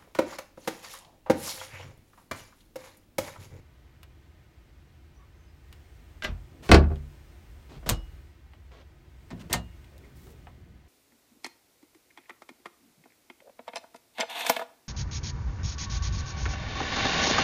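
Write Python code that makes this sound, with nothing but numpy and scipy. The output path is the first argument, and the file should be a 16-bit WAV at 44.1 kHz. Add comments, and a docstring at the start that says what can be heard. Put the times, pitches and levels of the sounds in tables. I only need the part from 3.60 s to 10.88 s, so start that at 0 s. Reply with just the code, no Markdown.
"""Wooden doors in a parked camper

In the cramped, carpeted cabin a mirrored wardrobe door swings against its catch, is shoved home with
a boom that shakes the walls, and rebounds to rest. Two low cupboard doors are pulled out of their
steel spring catches, which scrape, snap and ring. Hands and hinges rub over a faint rumble."""
import sys
import numpy as np
from scipy import signal
from scipy.fft import rfft, irfft, next_fast_len
from scipy.io import wavfile
from scipy.ndimage import uniform_filter1d

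SR = 44100
rng = np.random.default_rng(int(sys.argv[2]) if len(sys.argv) > 2 else 0)


def put_to_file(sound):
    """Save the sound as 16-bit audio at rate SR, in the file named by the first command-line argument."""
    columns = np.atleast_2d(sound).T  # one column per channel
    safe = np.clip(columns, -1, 1)
    whole_steps = np.round(safe * 32767)
    wavfile.write(sys.argv[1], SR, whole_steps.astype(np.int16))


N = 321087


def from_db(db):
    return 10 ** (np.asarray(db) / 20)


def rms_one(x):
    return x / np.sqrt(np.mean(x ** 2) + 1e-20)


def at_hz(points, hz):
    """Reads a table along a logarithmic frequency axis."""
    table = np.array(points)
    return np.interp(np.log(np.maximum(hz, 1)), np.log(table[:, 0]), table[:, 1])


def add(out, start_s, sound):
    """Mixes a sound in at a time."""
    start = round(start_s * SR)
    out[start:start + len(sound)] += sound[:N - start]


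def cut(x, hz, kind):
    """Causal high- or low-pass, 12 dB an octave."""
    return signal.sosfilt(signal.butter(2, hz, kind, fs=SR, output="sos"), x)


def coloured(x, colour):
    """Gives a noise a spectrum; rms 1."""
    size = next_fast_len(len(x), True)
    gain = from_db(at_hz(colour, np.fft.rfftfreq(size, 1 / SR)))
    return rms_one(irfft(rfft(x, size) * gain, size)[:len(x)])


def boxy_noise(colour, length, walls=6, echo_db=-17, echo_delay_s=(.001, .014)):
    """Steady noise with the ripple that echoes from close walls give it; rms 1."""
    noise = rng.standard_normal(length)
    lags = (rng.uniform(*echo_delay_s, walls) * SR).astype(int)
    echoes = sum((-1) ** k * np.roll(noise, lag) for k, lag in enumerate(lags))
    return coloured(noise + from_db(echo_db) * echoes, colour)


# Tone of the three background beds: freq_hz, level_db
RUMBLE_COLOUR = [(12, -30), (28, -15.5), (40, -5.5), (55, 1.5), (80, 2), (105, -9), (140, -8), (190, -21.5),
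                 (300, -24), (600, -53.5)]
AIR_COLOUR = [(120, -28), (200, -5), (353, -5), (482, -11), (519, -10.5), (558, -12.5), (722, -12),
              (1180, -16.5), (1940, -15), (6050, -28.5), (10900, -38), (13800, -33), (16000, -37)]
SLEEVE_COLOUR = [(2000, -16.5), (4500, 1), (9000, 2.5), (11000, -6.5), (14000, 1.5), (16000, -1)]
# Someone swings the wardrobe door, bends to one cupboard, reaches for the other:
# start_s, length_s, vigour_db
MOVES = [(1.85, 1.75, -1.5), (3.25, 1.6, .5), (5.4, 1.7, -0.5)]

def background(fade_s=.3):
    """Steady rumble and air of the cabin; each move swells them and adds the faint hiss of a sleeve."""
    t = np.arange(N) / SR
    motion = sum(from_db(db) * np.clip(np.minimum(t - start_s, start_s + length_s - t) / fade_s, 0, 1)
                 for start_s, length_s, db in MOVES)

    def swell(rest_db, move_db):
        return np.hypot(from_db(rest_db), from_db(move_db) * motion)

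    rumble = swell(rest_db=-53.3, move_db=-52.5) * coloured(rng.standard_normal(N), RUMBLE_COLOUR)
    air = swell(rest_db=-63.7, move_db=-63.5) * boxy_noise(AIR_COLOUR, N)
    sleeve = swell(rest_db=-84, move_db=-73.5) * boxy_noise(SLEEVE_COLOUR, N)
    return rumble + air + sleeve


# Tone of friction: freq_hz, level_db
RUB_COLOUR = [(80, 10), (400, 6.5), (1300, -8), (3500, -11.5), (8000, -19), (11000, -22.5), (14500, -17.5)]
# Wood, skin and hinges rubbing: start_s, length_s, level_db, low_cut_hz, high_cut_hz
RUBS = [(2.90, 0.18, -55, 101, 428), (3.019, 0.11, -50.5, 700, 12000), (3.037, 0.05, -52, 88, 350),
        (4.085, 0.11, -53, 242, 6000), (5.10, 0.14, -57, 416, 4560), (5.792, 0.036, -54.5, 1210, 8900),
        (6.3, 1.0, -58, 100, 170), (6.538, 0.21, -65.5, 6100, 16100)]

def sliding(rubs, slips_per_s=370, roughness_db=2.0):
    """Sliding contact: friction noise that sets in quickly and holds, roughened by quick slips."""
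    out = np.zeros(N)
    for start_s, length_s, db, low_cut_hz, high_cut_hz in rubs:
        t = np.arange(int(length_s * SR)) / SR
        noise = boxy_noise(RUB_COLOUR, SR)[:len(t)]
        slips = np.interp(t * slips_per_s, np.arange(SR), rng.standard_normal(SR))
        rough = noise * from_db(roughness_db * slips)
        friction = cut(cut(rough, low_cut_hz, "high"), high_cut_hz, "low")
        add(out, start_s, from_db(db) * rms_one(friction * signal.windows.tukey(len(t), 1 / 3)))
    return out


# Base decay of woodwork and cabin together, scaled by each body's ring_scale: freq_hz, t60_s
DECAY = [(60, .45), (150, .38), (400, 0.37), (800, 0.38), (1400, 0.17), (2500, .185), (5000, 0.16),
         (14000, 0.075)]

def dense_ring(colour, ring_scale, t):
    """Overlapping modes and close reflections: one steady noise an octave, and the fade of each."""
    spectrum = rfft(coloured(rng.standard_normal(len(t)), colour))
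    hz = np.fft.rfftfreq(len(t), 1 / SR)
    centres_hz = np.geomspace(60, 15360, 9)
    bands = []
    for centre_hz, share in zip(centres_hz, np.eye(len(centres_hz))):
        band = irfft(spectrum * at_hz(np.c_[centres_hz, share], hz), len(t))
        power = uniform_filter1d(band ** 2, size=int(SR * max(4 / centre_hz, .004)), mode="wrap")
        bands.append(band * band.std() / np.sqrt(power + 1e-20))   # each band's level is evened out over a few cycles
    t60_s = ring_scale * at_hz(DECAY, centres_hz)
    return np.array(bands), from_db(-60 * t / t60_s[:, None])


def crack(colour, length):
    """The first wavefront: one causal (minimum-phase) click of the given colour, energy 1."""
    gain = from_db(at_hz(colour, np.fft.rfftfreq(length, 1 / SR)))
    cepstrum = irfft(np.log(gain), length)
    fold = np.r_[1, np.full(length // 2 - 1, 2), np.zeros(length - length // 2)]
    click = irfft(np.exp(rfft(cepstrum * fold)), length)
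    return click / np.linalg.norm(click)


def struck(blows, modes, colour, ring_scale, dense_db, crack_db, thump_hz, early_db,
           early_s=.007, shared=.19):
    """Each blow is a hard, brief knock plus the soft thump of the door's weight, into the same body."""
    out = np.zeros(N)
    t = np.arange(2 ** 15) / SR
    tones = sum((-1) ** k * from_db(db - 60 * t / t60_s) * np.sin(2 * np.pi * hz * t)
                for k, (hz, db, t60_s) in enumerate(modes))
    front = from_db(crack_db) * crack(colour, len(t))
    dense_gain = from_db(dense_db + early_db * np.exp(-t / early_s))   # near panels answer first, loudest
    bands, fades = dense_ring(colour, ring_scale, t)
    common_ring = np.sqrt(shared) * (bands * fades).sum(axis=0)
    spots = rng.integers(len(t), size=len(blows))   # every spot rings a little differently
    for (start_s, knock_db, low_cut_hz, high_cut_hz, thump_db), spot in zip(blows, spots):
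        own_ring = np.sqrt(1 - shared) * (np.roll(bands, spot, axis=1) * fades).sum(axis=0)
        body = tones + front + dense_gain * (common_ring + own_ring)
        knock = cut(cut(body, low_cut_hz, "high"), high_cut_hz, "low")
        thump = cut(body, thump_hz, "low")
        add(out, start_s, from_db(knock_db) * knock + from_db(thump_db) * thump)
    return out


# Small dry ticks of hinges, and one of the wardrobe latch: start_s, level_db, low_cut_hz, high_cut_hz
HINGE_TICKS = [(0.4313, -52, 1100, 13900), (2.127, -51.5, 1370, 11500), (3.358, -54, 1500, 6000),
               (4.935, -55, 450, 2940), (6.244, -58.5, 1500, 7000), (6.38, -57.5, 4100, 15000),
               (6.67, -58, 400, 2910), (6.87, -42.5, 599, 1310)]
# Ring after a tick: pitch_hz, level_db, t60_s
HINGE_MODES = [(80, -9, .3), (720, -12, 0.14), (1310, -16, 0.1), (1910, -12, 0.11), (2900, -14, .12),
               (5200, -15, .08)]
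# Tone of a tick's attack and tail: freq_hz, level_db
HINGE_COLOUR = [(100, -19), (500, 5.5), (1700, 0.5), (3500, 0), (6000, -12.5), (15000, -3.5)]

def hinge_ticks(thump_db=-70):
    """Hinges tick as they slip or reach their stop; the tick at 3.358 s is the wardrobe latch settling after
    the slam."""
    ticks = [(*tick, thump_db) for tick in HINGE_TICKS]
    return struck(ticks, HINGE_MODES, HINGE_COLOUR,
                  ring_scale=.53, dense_db=-1, crack_db=24, thump_hz=140, early_db=8.5)


# Soft groans and squeaks: start_s, length_s, level_db, pitch_hz, width_hz
GROANS = [(1.53, .09, -78, 5890, 50), (1.571, 0.1, -67.5, 1120, 50), (1.74, 0.16, -80.5, 6200, 120),
          (1.848, 0.082, -79, 5000, 80), (5.74, 0.16, -48.5, 172, 24.6), (6.301, 0.09, -64.5, 540, 89.7),
          (6.375, .16, -61.5, 387, 70), (6.428, 0.037, -62, 2050, 120), (6.602, 0.2, -61, 387, 70.2)]

def hinge_groans():
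    """Dry hinges turn: friction noise swells and fades through one narrow resonance."""
    out = np.zeros(N)
    for start_s, length_s, db, pitch_hz, width_hz in GROANS:
        radius = np.exp(-np.pi * width_hz / SR)
        resonator = [1, -2 * radius * np.cos(2 * np.pi * pitch_hz / SR), radius ** 2]
        friction = signal.lfilter([1, 0, -1], resonator, rng.standard_normal(SR))
        settled = friction[-int(length_s * SR) - 2:]
        add(out, start_s, from_db(db) * rms_one(settled * np.sqrt(np.hanning(len(settled)))))
    return out


# Each catch letting go: snap_s, first_jaw_db, second_jaw_db, scrape_lead_s, scrape_db
RIGHT_RELEASE = (4.2915, -20.3, -22, .033, -41.5)
LEFT_RELEASE = (5.9285, -22.5, -30, .034, -44)
# Ring of the steel springs: pitch_hz, level_db, t60_s
RIGHT_SPRING = [(2900, -28, 0.48), (5070, -33, 0.3), (5310, -26.5, 0.38)]
LEFT_SPRING = [(1986, -25, .3), (2837, -21, .45), (4118, -24, .24), (3970, -11, .09), (4380, -14, .1),
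               (6420, -12, .08), (9120, -13, .07)]
# Bright tone of the snap: freq_hz, level_db
CATCH_COLOUR = [(500, 11), (2400, -1), (4200, 3.5), (5300, -4), (6700, 3.5), (9200, 1.5), (11000, -10),
                (13500, 4), (16000, -5.5)]

def spring_catch(release, modes, band_hz, jaw_lag_s=.0052, thump_db=-70, **body):
    """The pin scrapes out, then the steel jaws snap together in two quick clicks and ring on."""
    snap_s, first_db, second_db, lead_s, scrape_db = release
    overrun_s, scrape_band_hz = .0097, (400, 9000)   # the pin slides until just after the snap
    scrape = sliding([(snap_s - lead_s, lead_s + overrun_s, scrape_db, *scrape_band_hz)])
    jaws = [(snap_s, first_db, *band_hz, thump_db), (snap_s + jaw_lag_s, second_db, *band_hz, thump_db)]
    return scrape + struck(jaws, modes, CATCH_COLOUR, thump_hz=120, **body)


def catches():
    """The right cupboard's catch snaps, later the left one with a thinner click."""
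    right = spring_catch(RIGHT_RELEASE, RIGHT_SPRING, band_hz=(1403, 14300),
                         ring_scale=.95, dense_db=-6, crack_db=16.5, early_db=14, early_s=.0029)
    left = spring_catch(LEFT_RELEASE, LEFT_SPRING, band_hz=(2800, 12500),
                        ring_scale=.92, dense_db=-1.5, crack_db=15, early_db=10.5, early_s=.008)
    return right + left


# Tugs and shudders: start_s, knock_db, low_cut_hz, high_cut_hz, thump_db
RIGHT_DOOR_BLOWS = [(4.115, -55, 150, 1200, -52), (4.165, -59, 150, 4000, -43),
                    (4.228, -50, 350, 1800, -55), (4.262, -37, 200, 1600, -33),
                    (4.291, -32.5, 120, 6000, -34), (4.304, -29.5, 160, 5000, -25),
                    (4.322, -45, 130, 3000, -29)]
LEFT_DOOR_BLOWS = [(5.7045, -47, 200, 9000, -50), (5.709, -43, 200, 5000, -48), (5.731, -42, 129, 500, -44),
                   (5.9055, -41.5, 149, 2000, -39.5), (5.919, -34, 700, 2000, -54),
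                   (5.929, -37.5, 297, 6000, -40.5), (5.937, -23.5, 620, 4870, -44.5),
                   (5.952, -44.5, 149, 2000, -34)]
# Wooden body of each door: pitch_hz, level_db, t60_s
RIGHT_DOOR_MODES = [(42.8, -0.5, 0.64), (63, -6, 0.44), (97, 0.5, .15), (144, -25.5, 0.29),
                    (188.7, -16, 0.278), (259, -4.5, 0.12), (328, -5, 0.31), (480, -7, 0.18),
                    (579, -14, 0.5), (624, -7.5, 0.11), (1094, -13.5, 0.16), (1488, -2.5, 0.047)]
LEFT_DOOR_MODES = [(59.6, 1, 0.58), (108, 6, 0.45), (176.5, 4.5, 0.45), (241, 6, 0.3), (342, -2, .26),
                   (550, -13, 0.2), (716, -3, 0.1), (742, -9, 0.16), (965, -3, 0.1), (1250, -11, 0.12),
                   (1832, -5, 0.13), (2086, -2.5, 0.081)]
# Tone of their attack and dense ring: freq_hz, level_db
CUPBOARD_COLOUR = [(60, -8), (180, 17), (400, -5.5), (650, -1), (1400, -10), (3000, -10), (7000, -15),
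                   (15000, -24.5)]

def cupboards():
    """The two small doors flex under the pull and shudder as they come free."""
    right = struck(RIGHT_DOOR_BLOWS, RIGHT_DOOR_MODES, CUPBOARD_COLOUR,
                   ring_scale=.55, dense_db=6, crack_db=25.5, thump_hz=135, early_db=2.5)
    left = struck(LEFT_DOOR_BLOWS, LEFT_DOOR_MODES, CUPBOARD_COLOUR,
                  ring_scale=.61, dense_db=5, crack_db=10, thump_hz=183, early_db=-.5)
    return right + left


# Light touch on the catch, then the slam: start_s, knock_db, low_cut_hz, high_cut_hz, thump_db
TOUCH_BLOWS = [(2.6225, -36, 900, 4800, -60), (2.635, -40.5, 253, 9000, -40),
               (2.643, -37.5, 200, 11800, -34), (2.6475, -29, 394, 4540, -41.5),
               (2.688, -53, 200, 2500, -26), (2.712, -59.5, 200, 2500, -33)]
SLAM_BLOWS = [(3.091, -24.5, 200, 9020, -16.5), (3.0935, -19, 168, 846, -20),
              (3.1155, -6.5, 250, 12840, -7.5), (3.1198, -17.5, 350, 14000, -39),
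              (3.132, -20.5, 300, 7000, -13), (3.1435, -10, 260, 11040, -18.5),
              (3.148, -24, 500, 10000, -17.5)]
# Bounces in the catch: start_s, knock_db, high_cut_hz, thump_db
REBOUNDS = [(3.226, -36, 2000, -32), (3.302, -36, 1000, -31)]
# Clack of the touch and boom of the slam: pitch_hz, level_db, t60_s
TOUCH_MODES = [(46.4, -4.5, 0.42), (81.2, -6.5, .45), (123, -12, 0.53), (171, -4.5, 0.15),
               (236.2, -5.5, 0.224), (375, -11.5, 0.26), (614, -2.5, 0.15), (1230, -5, 0.1),
               (1610, 1, 0.09), (2000, 0, 0.08), (2966, -13, 0.11), (3596, -15, 0.13), (4113, -13, .08),
               (5722, -16, 0.13)]
SLAM_MODES = [(45, -8, .7), (74.3, -1.5, 0.54), (91, -2, .16), (112, -9.5, 0.46), (143, -1.5, 0.58),
              (190, -0.5, 0.36), (236, -11.5, 0.55), (290, -14, 0.21), (322, -17, 0.12), (359, -15.5, 0.31),
              (392, -3, .23), (473, -10.5, 0.17), (552.2, -14, 0.2), (651, -12, 0.19), (694, -6.5, 0.13),
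              (765, -13, 0.14), (1156, -18.5, .18), (1375, -13.5, .17), (1478, -13, 0.12),
              (1688, -15, 0.14), (2056, -17.5, 0.096), (2285, -17, .13), (2550, -15.5, 0.089),
              (3120, -19, 0.1)]
# Tone of their attack and dense ring: freq_hz, level_db
TOUCH_COLOUR = [(60, -12.5), (200, 5), (400, -0.5), (900, -3.5), (1700, -0.5), (3600, -2.5), (6000, -9.5),
                (9000, -15.5), (15000, -11.5)]
SLAM_COLOUR = [(60, -4.5), (150, 8.5), (350, 5), (700, -5.5), (1000, -6.5), (1500, -5.5), (2800, -10),
               (3500, -16), (4400, -10), (6000, -21), (9000, -25.5), (11000, -33.5), (15000, -33.5)]

def wardrobe(corner_lag_s=.013, rebound_low_cut_hz=260):
    """The tall door meets its catch, is pushed through it onto the frame and rattles to rest."""
    touch = struck(TOUCH_BLOWS, TOUCH_MODES, TOUCH_COLOUR,
                   ring_scale=1, dense_db=-3.5, crack_db=-8, thump_hz=130, early_db=9)
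    rattle = [(start_s + lag_s, knock_db, rebound_low_cut_hz, high_cut_hz, thump_db)
              for start_s, knock_db, high_cut_hz, thump_db in REBOUNDS
              for lag_s in (0, corner_lag_s)]   # the two corners land just apart
    slam = struck(SLAM_BLOWS + rattle, SLAM_MODES, SLAM_COLOUR,
                  ring_scale=.82, dense_db=-4, crack_db=17.5, thump_hz=144, early_db=8, shared=.7)
    return touch + slam


def scene():
    """All sources, close up and in mono."""
    doors = wardrobe() + cupboards() + catches()
    return (doors + hinge_ticks() + hinge_groans() + sliding(RUBS) + background())[None]


def record(dry):
    """The loudest peaks are squashed and the highest treble is cut."""
    ceiling, cutoff_hz = .95, 16200
    squashed = dry / (1 + (dry / ceiling) ** 6) ** (1 / 6)
    return signal.sosfilt(signal.ellip(10, .1, 80, cutoff_hz, fs=SR, output="sos"), squashed)


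dry = scene()
out = record(dry)
put_to_file(out)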